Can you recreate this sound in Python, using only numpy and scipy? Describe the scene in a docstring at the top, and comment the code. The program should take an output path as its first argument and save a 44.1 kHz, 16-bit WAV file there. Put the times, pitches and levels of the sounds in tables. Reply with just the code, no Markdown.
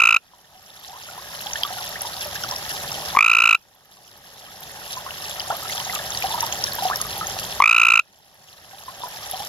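"""A treefrog, close to the microphone beside a garden pond at night, gives three short trills.
Each trill is a run of larynx pulses that rise in pitch and ring on in the vocal sac.
A little to the left, water trickles into the pond: spray fizzes, and drips and splashes trap
ringing bubbles. The distant night murmurs underneath. The recorder's gain control ducks
under each trill and lets the water swell back slowly."""
import sys
import numpy as np
from scipy import signal
from scipy.fft import rfft, irfft, next_fast_len
from scipy.io import wavfile
from scipy.ndimage import uniform_filter1d

SR = 44100
rng = np.random.default_rng(int(sys.argv[2]) if len(sys.argv) > 2 else 0)


def dump_mix(stems):
    """Bounce the given channels to the path in sys.argv[1] as a 16-bit WAV at rate SR."""
    frames = np.atleast_2d(stems).T  # one column per channel
    limited = np.clip(frames, -1, 1)  # hard clip at full scale
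    pcm = np.round(limited * 32767).astype(np.int16)
    wavfile.write(sys.argv[1], SR, pcm)


N = 418068


def from_db(db):
    """Decibels to gain."""
    return 10 ** (np.asarray(db) / 20)


def rms_one(x):
    """Scale to unit power."""
    return x / np.sqrt(np.mean(x ** 2) + 1e-20)


def add(track, start_s, sound):
    """Mix a sound into a track."""
    at = max(0, round(start_s * SR))
    part = sound[..., :max(0, N - at)]
    track[..., at:at + part.shape[-1]] += part


def delayed(x, seconds):
    """A later copy of a sound."""
    size = next_fast_len(N + SR // 10)
    hz = np.fft.rfftfreq(size, 1 / SR)
    return irfft(rfft(x, size) * np.exp(-2j * np.pi * hz * seconds), size)[..., :N]


def coloured(x, spectrum):
    """Shape a sound by a smooth curve of (Hz, dB) points; rms 1."""
    size = next_fast_len(N + SR // 10)
    hz, level_db = np.transpose(spectrum)
    gain = from_db(np.interp(np.log(np.fft.rfftfreq(size, 1 / SR) + 1), np.log(hz), level_db))
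    return rms_one(irfft(rfft(x, size) * gain, size)[..., :N])


def treble(x, above_hz):
    """The part of a sound above a frequency."""
    return signal.sosfiltfilt(signal.butter(4, above_hz, "high", fs=SR, output="sos"), x)


def drift(rate_hz):
    """A random curve over the whole scene, with a spread near 1."""
    steps = np.arange(N) * rate_hz / SR
    return np.interp(steps, np.arange(N // 20), rng.standard_normal(N // 20))


def wavering(count, size):
    """Noise smoothed over size samples; rms 1."""
    return rms_one(uniform_filter1d(rng.standard_normal(count), size=size))


def left_first(x, lead_s):
    """A source off to the left reaches that side of the microphone first."""
    x = np.atleast_2d(x)
    return np.array([x[0], delayed(x[-1], lead_s)])


def garden(x, t60, wet_db, dull_hz, gap_s):
    """Scatter from stones, plants and boards: a short tail, different in each channel."""
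    t = np.arange(SR // 3) / SR
    tail = rng.standard_normal((2, len(t))) * from_db(-60 * t / t60) * (t > gap_s)
    tail /= np.sqrt(np.sum(tail ** 2, axis=1, keepdims=True))
    tail = signal.sosfilt(signal.butter(1, dull_hz, fs=SR, output="sos"), tail)
    return from_db(wet_db) * signal.fftconvolve(np.atleast_2d(x), tail, axes=1)[:, :N]


def trill(start_s, period_s, head_start, pulses=23, plateau_hz=1269, flat_hz=287, wobble_hz=9):
    """Effort builds and pitch climbs as the sac fills. Each row: start in s, pitch in Hz, effort 0-1."""
    k = np.arange(pulses)
    warmed = k + head_start
    # pulses come slower at both ends of the trill
    gaps_s = period_s + .0041 * np.exp(-warmed / 1.6) + .0018 * np.exp((k - k[-2]) / 1.6)
    pitch_hz = plateau_hz - flat_hz * np.exp(-warmed / 2.04) + wobble_hz * rng.standard_normal(pulses)
    effort = 1 - np.exp(-(warmed / 2.15) ** 1.5)
    stagger_s = .00016 * rng.standard_normal(pulses)
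    return zip(start_s + np.cumsum(gaps_s) - gaps_s + stagger_s, pitch_hz, effort)


def tick(effort, hz=2300, level_db=-22, octave_db=-6, peak_s=.0006):
    """The faint tick before a push of air; it also stirs the sac an octave lower."""
    t = np.arange(SR // 100) / SR
    phase = 2 * np.pi * hz * (1 + .08 * rng.standard_normal()) * t
    shape = np.e * t / peak_s * np.exp(-t / peak_s)
    return from_db(level_db) * effort * shape * (np.sin(phase) + from_db(octave_db) * np.sin(phase / 2))


def sac_puff(t, level_db=-31, swell_s=.0015):
    """The sac jerks outward and settles: a faint low puff."""
    swell = t / swell_s
    return from_db(level_db) * np.e * swell * (1 - swell / 2) * np.exp(-swell)


# The frog's harmonics at close range, from the fundamental up.
# Each row: relative level in dB, left minus right in dB.
FROG_HARMONICS = [(-6.5, 2.8), (-0.5, -2.5), (-18.5, -1), (-25.5, 0.5), (-24.5, -6), (-26.5, -6.5),
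                  (-38.5, -5.5), (-33, -6), (-38.5, -18), (-36.5, -14.5)]


def frog_pulse(pitch_hz, effort, glide=.13, glide_s=.006665, rasp_db=-27, croak_db=-17):
    """One push of air: the pitch climbs, then the larynx stops and the sac rings on alone."""
    larynx_t60, sac_t60 = .010, .021
    body_hz, body_db, body_t60 = 1045, -17, .026
    t = np.arange(SR // 25) / SR
    slack = 1 / (1 + np.exp((effort - .5) / .08))   # the folds tighten and buzz past half effort
    push_s = (.0045 + .0025 * effort ** 5) * (1 + .04 * rng.standard_normal())
    climb = np.clip(t / (glide_s * (1 + .09 * rng.standard_normal())), 0, 1) ** 1.8
    hz = pitch_hz * (.9517 + glide * climb - .06 * slack * (1 - climb))   # slack pulses start flatter
    jitter = 1 + .009 * wavering(len(t), size=14)
    phase = 2 * np.pi * np.cumsum(hz * jitter) / SR
    opening = (1 - np.exp(-(t / (.0009 + .0032 * slack)) ** 2)) ** (1 + slack)
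    after_s = np.maximum(t - push_s, 0)
    overtones_db = -16 * slack + .6 * rng.standard_normal()   # a weak push is mostly fundamental
    larynx = opening * from_db(overtones_db - 60 * after_s / larynx_t60)
    # while the folds buzz they draw strength from the fundamental
    drawn_db = 7 * (1 - slack) * np.exp(-((t / push_s - .36) / .38) ** 2)
    sac = opening * from_db(4 * slack - drawn_db - 60 * after_s / sac_t60)
    # the folds only snap shut once they swing fully, so the buzz starts late and ends early
    snap = (1 - np.exp(-(t / .0013) ** 2)) / (1 + np.exp((t - push_s + .0001) / .0006))
    buzz = larynx * snap * from_db(9 * slack)
    rasp = from_db(rasp_db) * buzz * (1 + np.cos(phase)) / 2 * rng.standard_normal((2, len(t)))
    tone = np.zeros((2, len(t)))
    for k, (level_db, pan_db) in enumerate(FROG_HARMONICS, 1):
        flutter = from_db(1.3 * rng.standard_normal()) * (1 + .3 * wavering(len(t), size=40))
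        envelope = sac if k == 1 else larynx if k == 2 else buzz * flutter
        if k == 3:   # the third harmonic blooms as the pitch climbs
            envelope = envelope * (.45 + .9 * climb)
        sides = from_db([[level_db + pan_db / 2], [level_db - pan_db / 2]])
        tone += sides * envelope * np.sin(k * phase)
    # slack folds flap unevenly: the first pulses croak
    croak = from_db(croak_db) * slack * opening * snap * np.sin(2 * phase) * wavering(len(t), size=16)
    # the push knocks a lower ring out of the body, which beats against the fundamental
    body_ring = from_db(body_db - 60 * t / body_t60) * np.cos(2 * np.pi * body_hz * t)
    body = (1 - slack) * opening * body_ring
    loudness = np.tanh(effort / .24)
    return loudness * (rasp + tone + croak + body + effort * sac_puff(t))


# The trills, close to the microphone; the first is already under way.
# Each row: start in seconds, pulse period in seconds, head start of the effort in pulses.
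FROG_TRILLS = [(-.2331, .01755, 1), (3.1469, .01759, .15), (7.5997, .01737, .75)]


def frog(level_db=19, tick_lead_s=.0034, bounce_s=.00204, far_db=-31, far_s=.0095):
    """The frog, with a close bounce that colours the overtones and a fainter slap from farther off."""
    voice = np.zeros((2, N))
    for row in FROG_TRILLS:
        for k, (s, pitch_hz, effort) in enumerate(trill(*row)):
            if s > -tick_lead_s:
                add(voice, s, frog_pulse(pitch_hz, effort))
            if k > 0 and s > tick_lead_s:
                add(voice, s - tick_lead_s, tick(effort))
    bounce = .3 * treble(delayed(voice, bounce_s), above_hz=1800)
    slap = from_db(far_db) * delayed(voice, far_s)
    voice = left_first(voice + bounce + slap, lead_s=.00004)
    near = garden(voice, t60=.06, wet_db=-23, dull_hz=7000, gap_s=.004)
    yard = garden(voice, t60=.31, wet_db=-49, dull_hz=4000, gap_s=.033)
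    return from_db(level_db) * (voice + near + yard)


# The trickle into the pond. Each row: time in seconds, relative strength in dB.
TRICKLE_STRENGTH = [(0, -1), (1.45, 3.5), (2.2, 1.5), (4, -1.5), (5.7, 3), (6.5, 0.5), (7.9, -2), (9.3, 3)]


def flow_db(s):
    """The trickle swells and eases: its strength at the given times."""
    return np.interp(s, *np.transpose(TRICKLE_STRENGTH))


# The colour of the spray over the pond. Each row: frequency in Hz, relative gain in dB.
SPRAY_SPECTRUM = [(500, -34), (1500, -1.5), (2300, -7.5), (2750, -3), (3300, 0), (4600, -4), (5450, 0),
                  (6500, -6), (7300, -4), (10000, -4.5), (12500, -7), (14500, -12.5), (16000, -24)]


def spray(count=17000, cycles=25, scatter_s=.00004, pan_db=2.0, hiss=.84, samples=256):
    """Tiny droplets fizz in clumps over a hiss; each rings briefly at its own pitch and place."""
    at = rng.integers(0, N - samples, count)
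    hz = rng.uniform(1670, 14140, (count, 1))
    clumps_db = 2.9 * drift(rate_hz=60) + 1.7 * drift(rate_hz=14)   # quick flicker, slower swell
    droplet_db = 2.5 * np.minimum(rng.exponential(1, count), 3.8)
    strength = from_db(droplet_db + clumps_db[at])[:, None] * np.sqrt(hz)
    lag, pan = rng.standard_normal((2, count, 1))
    where = (at[:, None] + np.arange(samples)).ravel()
    t, channels = np.arange(samples) / SR, []
    for side in (1, -1):
        arrival_s = scatter_s * (1 + side * lag / 2)
        turns = (hz * np.maximum(t - arrival_s, 0)).astype(np.float32)
        rings = np.sin(2 * np.pi * turns) * from_db(-60 * turns / cycles)
        gain = strength * from_db(side * pan * pan_db / 2)
        channels.append(np.bincount(where, (gain * rings).ravel(), N))
    return coloured(rms_one(np.array(channels)) + hiss * rng.standard_normal((2, N)), SPRAY_SPECTRUM)


def bubble(hz, t60, rise, attack_s=.00045):
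    """A trapped bubble rings; a positive rise lifts its pitch as it nears the surface."""
    t = np.arange(int(t60 * SR) + 2) / SR
    envelope = (1 - np.exp(-t / attack_s)) * from_db(-60 * t / t60)
    return envelope * np.sin(2 * np.pi * hz * (t + rise * t * t / 2))


# The colour of the bubbling where the trickle lands. Each row: frequency in Hz, relative gain in dB.
GURGLE_SPECTRUM = [(250, -24), (470, -28), (575, 3.5), (660, 0.5), (760, 7), (900, 4), (1070, 0.5),
                   (1220, 2.5), (1520, -2.5), (1730, 6), (2300, -2), (3500, -47.5)]


def gurgle(count=6000, spread_db=1.0, cycles=20, rise=7):
    """Crowds of small bubbles ring under the falling water."""
    out = np.zeros(N)
    for (when, pitch, climb), strength in zip(rng.random((count, 3)), rng.standard_normal(count)):
        hz = 480 * 4.695 ** pitch
        gain = from_db(spread_db * min(strength, 2)) * np.sqrt(hz)
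        add(out, when * N / SR, gain * bubble(hz, cycles / hz, rise * climb))
    return coloured(out, GURGLE_SPECTRUM)


# The colour of the night, far from the microphone. Each row: frequency in Hz, relative gain in dB.
NIGHT_SPECTRUM = [(15, -13), (35, -21), (55, -1.5), (120, 0), (185, -1), (270, -11.5), (370, -5.5),
                  (600, -4), (1500, -39)]


def night_rumble(level_db=-41.5, apart=.24):
    """Low murmur of the distant night, nearly alike in both channels."""
    noise = rng.standard_normal(N) + apart * rng.standard_normal((2, N))
    return from_db(level_db) * coloured(noise, NIGHT_SPECTRUM)


def stray_drops(low_hz, high_hz, level_db, spread_db, count):
    """Lesser drops fall at random, louder in strong flow. Each row: start in s, pitch in Hz, dB."""
    when, pitch, strength = rng.random((count, 3)).T
    s = when * N / SR
    hz = low_hz * (high_hz / low_hz) ** pitch
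    return np.c_[s, hz, level_db + spread_db * (strength - .5) + flow_db(s)]


# The loudest drips into the pond. Each row: start in seconds, bubble pitch in Hz,
# relative level in dB, rise in pitch as a share per second (negative falls).
POND_DRIPS = [(0.335, 993, -19, -3), (0.551, 740, -20.5, 1), (0.886, 730, -22.5, 2.5), (0.9, 784, -21, 1.5),
              (0.931, 904, -18, 6.5), (0.958, 934, -20, 19), (1.087, 1353, -18.5, 5), (1.179, 925, -19, 11),
              (1.46, 782, -19, 4.5), (1.556, 1680, -11.5, 10), (1.649, 1237, -11, -5), (1.705, 730, -19, 1),
              (1.781, 1430, -21, -2.5), (1.956, 1593, -15.5, 33), (2.049, 925, -20, 2.5),
              (2.257, 600, -22, -1), (2.356, 1640, -18.5, 6), (2.436, 1520, -16.5, -15),
              (2.52, 960, -21, 5), (4.969, 993, -14, 2), (5.063, 1124, -19.5, -6), (5.501, 697, -12, 21.5),
              (5.505, 1280, -14, 11.5), (5.524, 646, -18.5, 4), (5.626, 1264, -26, 2),
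              (5.653, 1320, -23, 1.5), (5.695, 1960, -18.5, 13), (5.896, 2000, -16, 4),
              (5.932, 1265, -22, -2), (5.961, 1219, -20, -3), (5.991, 1720, -20.5, -2),
              (6.241, 731, -13.5, 5), (6.305, 846, -20.5, 6), (6.341, 923, -14.5, 3), (6.376, 915, -24, 2),
              (6.379, 1230, -26, 3), (6.428, 953, -14, -3), (6.432, 1226, -25, 0), (6.678, 1660, -23, 2.5),
              (6.784, 923, -20, 4), (6.822, 757, -16.5, 5), (6.852, 733, -13, 1), (6.899, 780, -21, 24),
              (6.91, 997, -14.5, 35), (6.932, 1690, -15.5, 4), (7.002, 1220, -25, 1),
              (7.05, 1200, -25.5, -2), (7.211, 1290, -19, -3), (7.228, 1270, -23.5, 3),
              (8.731, 760, -20, 2.5), (8.881, 1010, -12.5, 3), (9.035, 960, -8.5, 1.5),
              (9.335, 732, -15.5, 2.5), (9.402, 769, -16, 6)]


def drips(stray_rise=5, slap_db=-14, slap_t60=.015, burst_cycles=29, shed_count=6, shed_db=-9.5):
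    """Each drop slaps, plinks until its bubble bursts, and sheds a few small bubbles."""
    out, t = np.zeros(N), np.arange(SR // 25) / SR
    faint = stray_drops(low_hz=603, high_hz=1803, level_db=-28, spread_db=-6.5, count=30)
    for s, hz, db, rise in POND_DRIPS + [(*drop, stray_rise) for drop in faint]:
        slap = from_db(slap_db - 60 * t / slap_t60) * wavering(len(t), size=28)
        add(out, s, from_db(db) * slap * np.sin(2 * np.pi * hz * t))
        plink = bubble(hz, t60=.11 * (800 / hz) ** .83, rise=rise)   # bigger bubbles ring longer
        turns = hz * np.arange(len(plink)) / SR
        alive = np.exp(-(turns / burst_cycles) ** 4)
        wobble = 1 + .18 * wavering(len(plink), size=130)
        add(out, s, from_db(db) * plink * alive * wobble)
        for late, pitch, strength in rng.random((shed_count, 3)):
            small_hz = 620 * (1750 / 620) ** pitch
            small = bubble(small_hz, t60=22 / small_hz, rise=stray_rise)
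            add(out, s + .055 * late, from_db(db + shed_db) * strength * small)
    return out


# The loudest sharp little splashes on the pond.
# Each row: start in seconds, bubble pitch in Hz, relative level in dB.
POND_SPLASHES = [(1.391, 4090, -16.5), (1.468, 3240, -10.5), (1.533, 5900, -7), (1.558, 3170, -14),
                 (1.6335, 3210, 1), (1.6335, 4800, -10), (1.650, 3324, -13), (2.008, 5640, -13.5),
                 (2.018, 10400, -9), (2.140, 4420, -19), (2.208, 5650, -16), (2.309, 3330, -32),
                 (2.436, 3250, -19), (2.436, 5400, -13.5), (2.489, 4090, -20.5), (2.511, 5500, -12),
                 (2.538, 3750, -24), (2.561, 5400, -13), (2.917, 5500, -17), (5.107, 2820, -16.5),
                 (5.295, 7330, -15), (5.310, 3300, -16), (5.397, 4860, -11.5), (5.403, 3090, -11),
                 (5.567, 11500, -18), (5.694, 3830, -25), (5.722, 4500, -17), (5.779, 3250, -15),
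                 (5.800, 3110, -17), (5.849, 6300, -16), (5.853, 3790, -23.5), (5.972, 3280, -27),
                 (5.990, 3450, -23), (6.104, 6400, -16), (6.110, 3190, -27.5), (6.121, 3660, -23),
                 (6.148, 4500, -20), (6.172, 3820, -19.5), (6.173, 5680, -13), (6.204, 11500, -23),
                 (6.223, 2370, -14.5), (6.233, 5070, -20), (6.314, 3600, -17.5), (6.326, 3430, -21),
                 (6.344, 11100, -23), (6.405, 10500, -18), (6.406, 5630, -9.5), (6.424, 11500, -19),
                 (6.524, 3150, -16), (6.525, 6300, -14), (6.544, 7090, -21), (6.613, 3840, -25),
                 (6.639, 5500, -7.5), (6.640, 11100, -23), (6.722, 4280, -19.5), (6.733, 11400, -20),
                 (6.752, 11800, -19), (6.790, 3270, -24), (6.810, 3920, -26), (6.884, 3260, -20.5),
                 (6.900, 920, -11), (6.958, 5400, -13), (6.958, 11400, -19), (6.970, 12100, -21.5),
                 (7.014, 10500, -12), (7.014, 6300, -14), (7.015, 4650, -19.5), (7.067, 11600, -25),
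                 (7.106, 4130, -25), (7.179, 3270, -36), (7.179, 11500, -22.5), (7.210, 4000, -29),
                 (7.269, 6400, -16), (7.276, 11800, -23), (7.430, 3080, -25), (7.441, 7150, -22.5),
                 (9.019, 3540, -15), (9.312, 10400, -8), (9.344, 3170, -18), (9.431, 3380, -21)]


def splashes(bandwidth_share=.46, spray_db=-8, spray_t60=.018, slap_db=-16):
    """A drop slaps the surface: a bright tick, then a tiny bubble rings inside a burst of spray."""
    out, t = np.zeros((2, N)), np.arange(SR // 40) / SR
    fade = from_db(-60 * t / spray_t60)
    fine = stray_drops(low_hz=6000, high_hz=13200, level_db=-23, spread_db=4, count=70)
    faint = stray_drops(low_hz=2900, high_hz=5800, level_db=-32, spread_db=5, count=130)
    for s, hz, db in [*POND_SPLASHES, *fine, *faint]:
        resonance = signal.iirpeak(hz, 1 / bandwidth_share, fs=SR)
        noise = fade * rng.standard_normal((2, len(t)))
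        burst = signal.lfilter(*resonance, signal.lfilter(*resonance, noise))
        burst = from_db(spray_db) * rms_one(burst) * np.sqrt(np.mean(fade ** 2))
        slap = from_db(slap_db) * fade ** 2 * rms_one(np.diff(rng.standard_normal((2, len(t) + 1))))
        ring = 2.4 * bubble(hz, t60=.011, rise=7.9, attack_s=.0008)
        add(out, s, from_db(db) * (slap + burst))
        add(out, s, from_db(db) * ring)
    return out


def pond(spray_db=-30, gurgle_db=-36, pan_db=-.5, top_lean=.33):
    """Spray and splashes above, bubbles and drips below, with a little ring from the basin."""
    trickle_db = flow_db(np.arange(N) / SR)
    splashing = splashes()
    high = from_db(spray_db + trickle_db) * spray() + splashing
    high += top_lean * treble(high, above_hz=13000) * [[-1], [1]]   # brighter on the right
    low = from_db(gurgle_db + trickle_db) * gurgle() + drips()
    basin = garden(low + splashing, t60=.12, wet_db=-16, dull_hz=4000, gap_s=.002)
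    water = left_first(high, lead_s=.0002476) + left_first(low, lead_s=.00014) + basin
    return water * from_db([[pan_db / 2], [-pan_db / 2]])


def housing(x, notch_hz, width_hz, spread_hz):
    """The microphone housing cuts a treble notch, whose shape depends on where the sound comes from."""
    for hz in (notch_hz - spread_hz, notch_hz, notch_hz + spread_hz):
        x = signal.lfilter(*signal.iirnotch(hz, hz / width_hz, fs=SR), x)
    return x


def scene():
    """At the pond's edge: the frog close by, the trickling water and the night far off."""
    water = housing(pond(), notch_hz=8410, width_hz=1090, spread_hz=330)
    trills = housing(frog(), notch_hz=8090, width_hz=250, spread_hz=130)
    return trills + water + night_rumble()


def gain_control(x, ceiling_db=-3.5, fast_db_per_s=16, slow_db_per_s=4.5, slow_share=.49):
    """Peaks over the ceiling pull the gain down at once; it returns briskly, then creeps."""
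    t = np.arange(N) / SR
    over_db = np.maximum(20 * np.log10(np.abs(x).max(axis=0) + 1e-9) - ceiling_db, 0)
    over_db[0] = over_db[:SR // 20].max()   # the first trill is already under way
    fast = np.maximum.accumulate(over_db + fast_db_per_s * t) - fast_db_per_s * t
    slow = np.maximum.accumulate(slow_share * over_db + slow_db_per_s * t) - slow_db_per_s * t
    pole = np.exp(-1 / (.00047 * SR))   # 0.47 ms attack
    cut_db, _ = signal.lfilter([1 - pole], [1, -pole], np.maximum(fast, slow), zi=[pole * over_db[0]])
    return x * from_db(-cut_db)


def record(dry, self_noise_db=-68, cutoff_hz=16000):
    """The recorder: gain control, softly rounded peaks, a dull electronic floor and a steep top cut."""
    floor = coloured(rng.standard_normal((2, N)), [(40, -9.5), (220, -7.5), (1500, -28), (16000, -38)])
    levelled = gain_control(dry)
    rounded = levelled / (1 + levelled ** 8) ** (1 / 8)
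    lowpass = signal.ellip(10, .1, 80, cutoff_hz, fs=SR, output="sos")
    return signal.sosfilt(lowpass, rounded + from_db(self_noise_db) * floor)


dry = scene()
out = record(dry)
dump_mix(out)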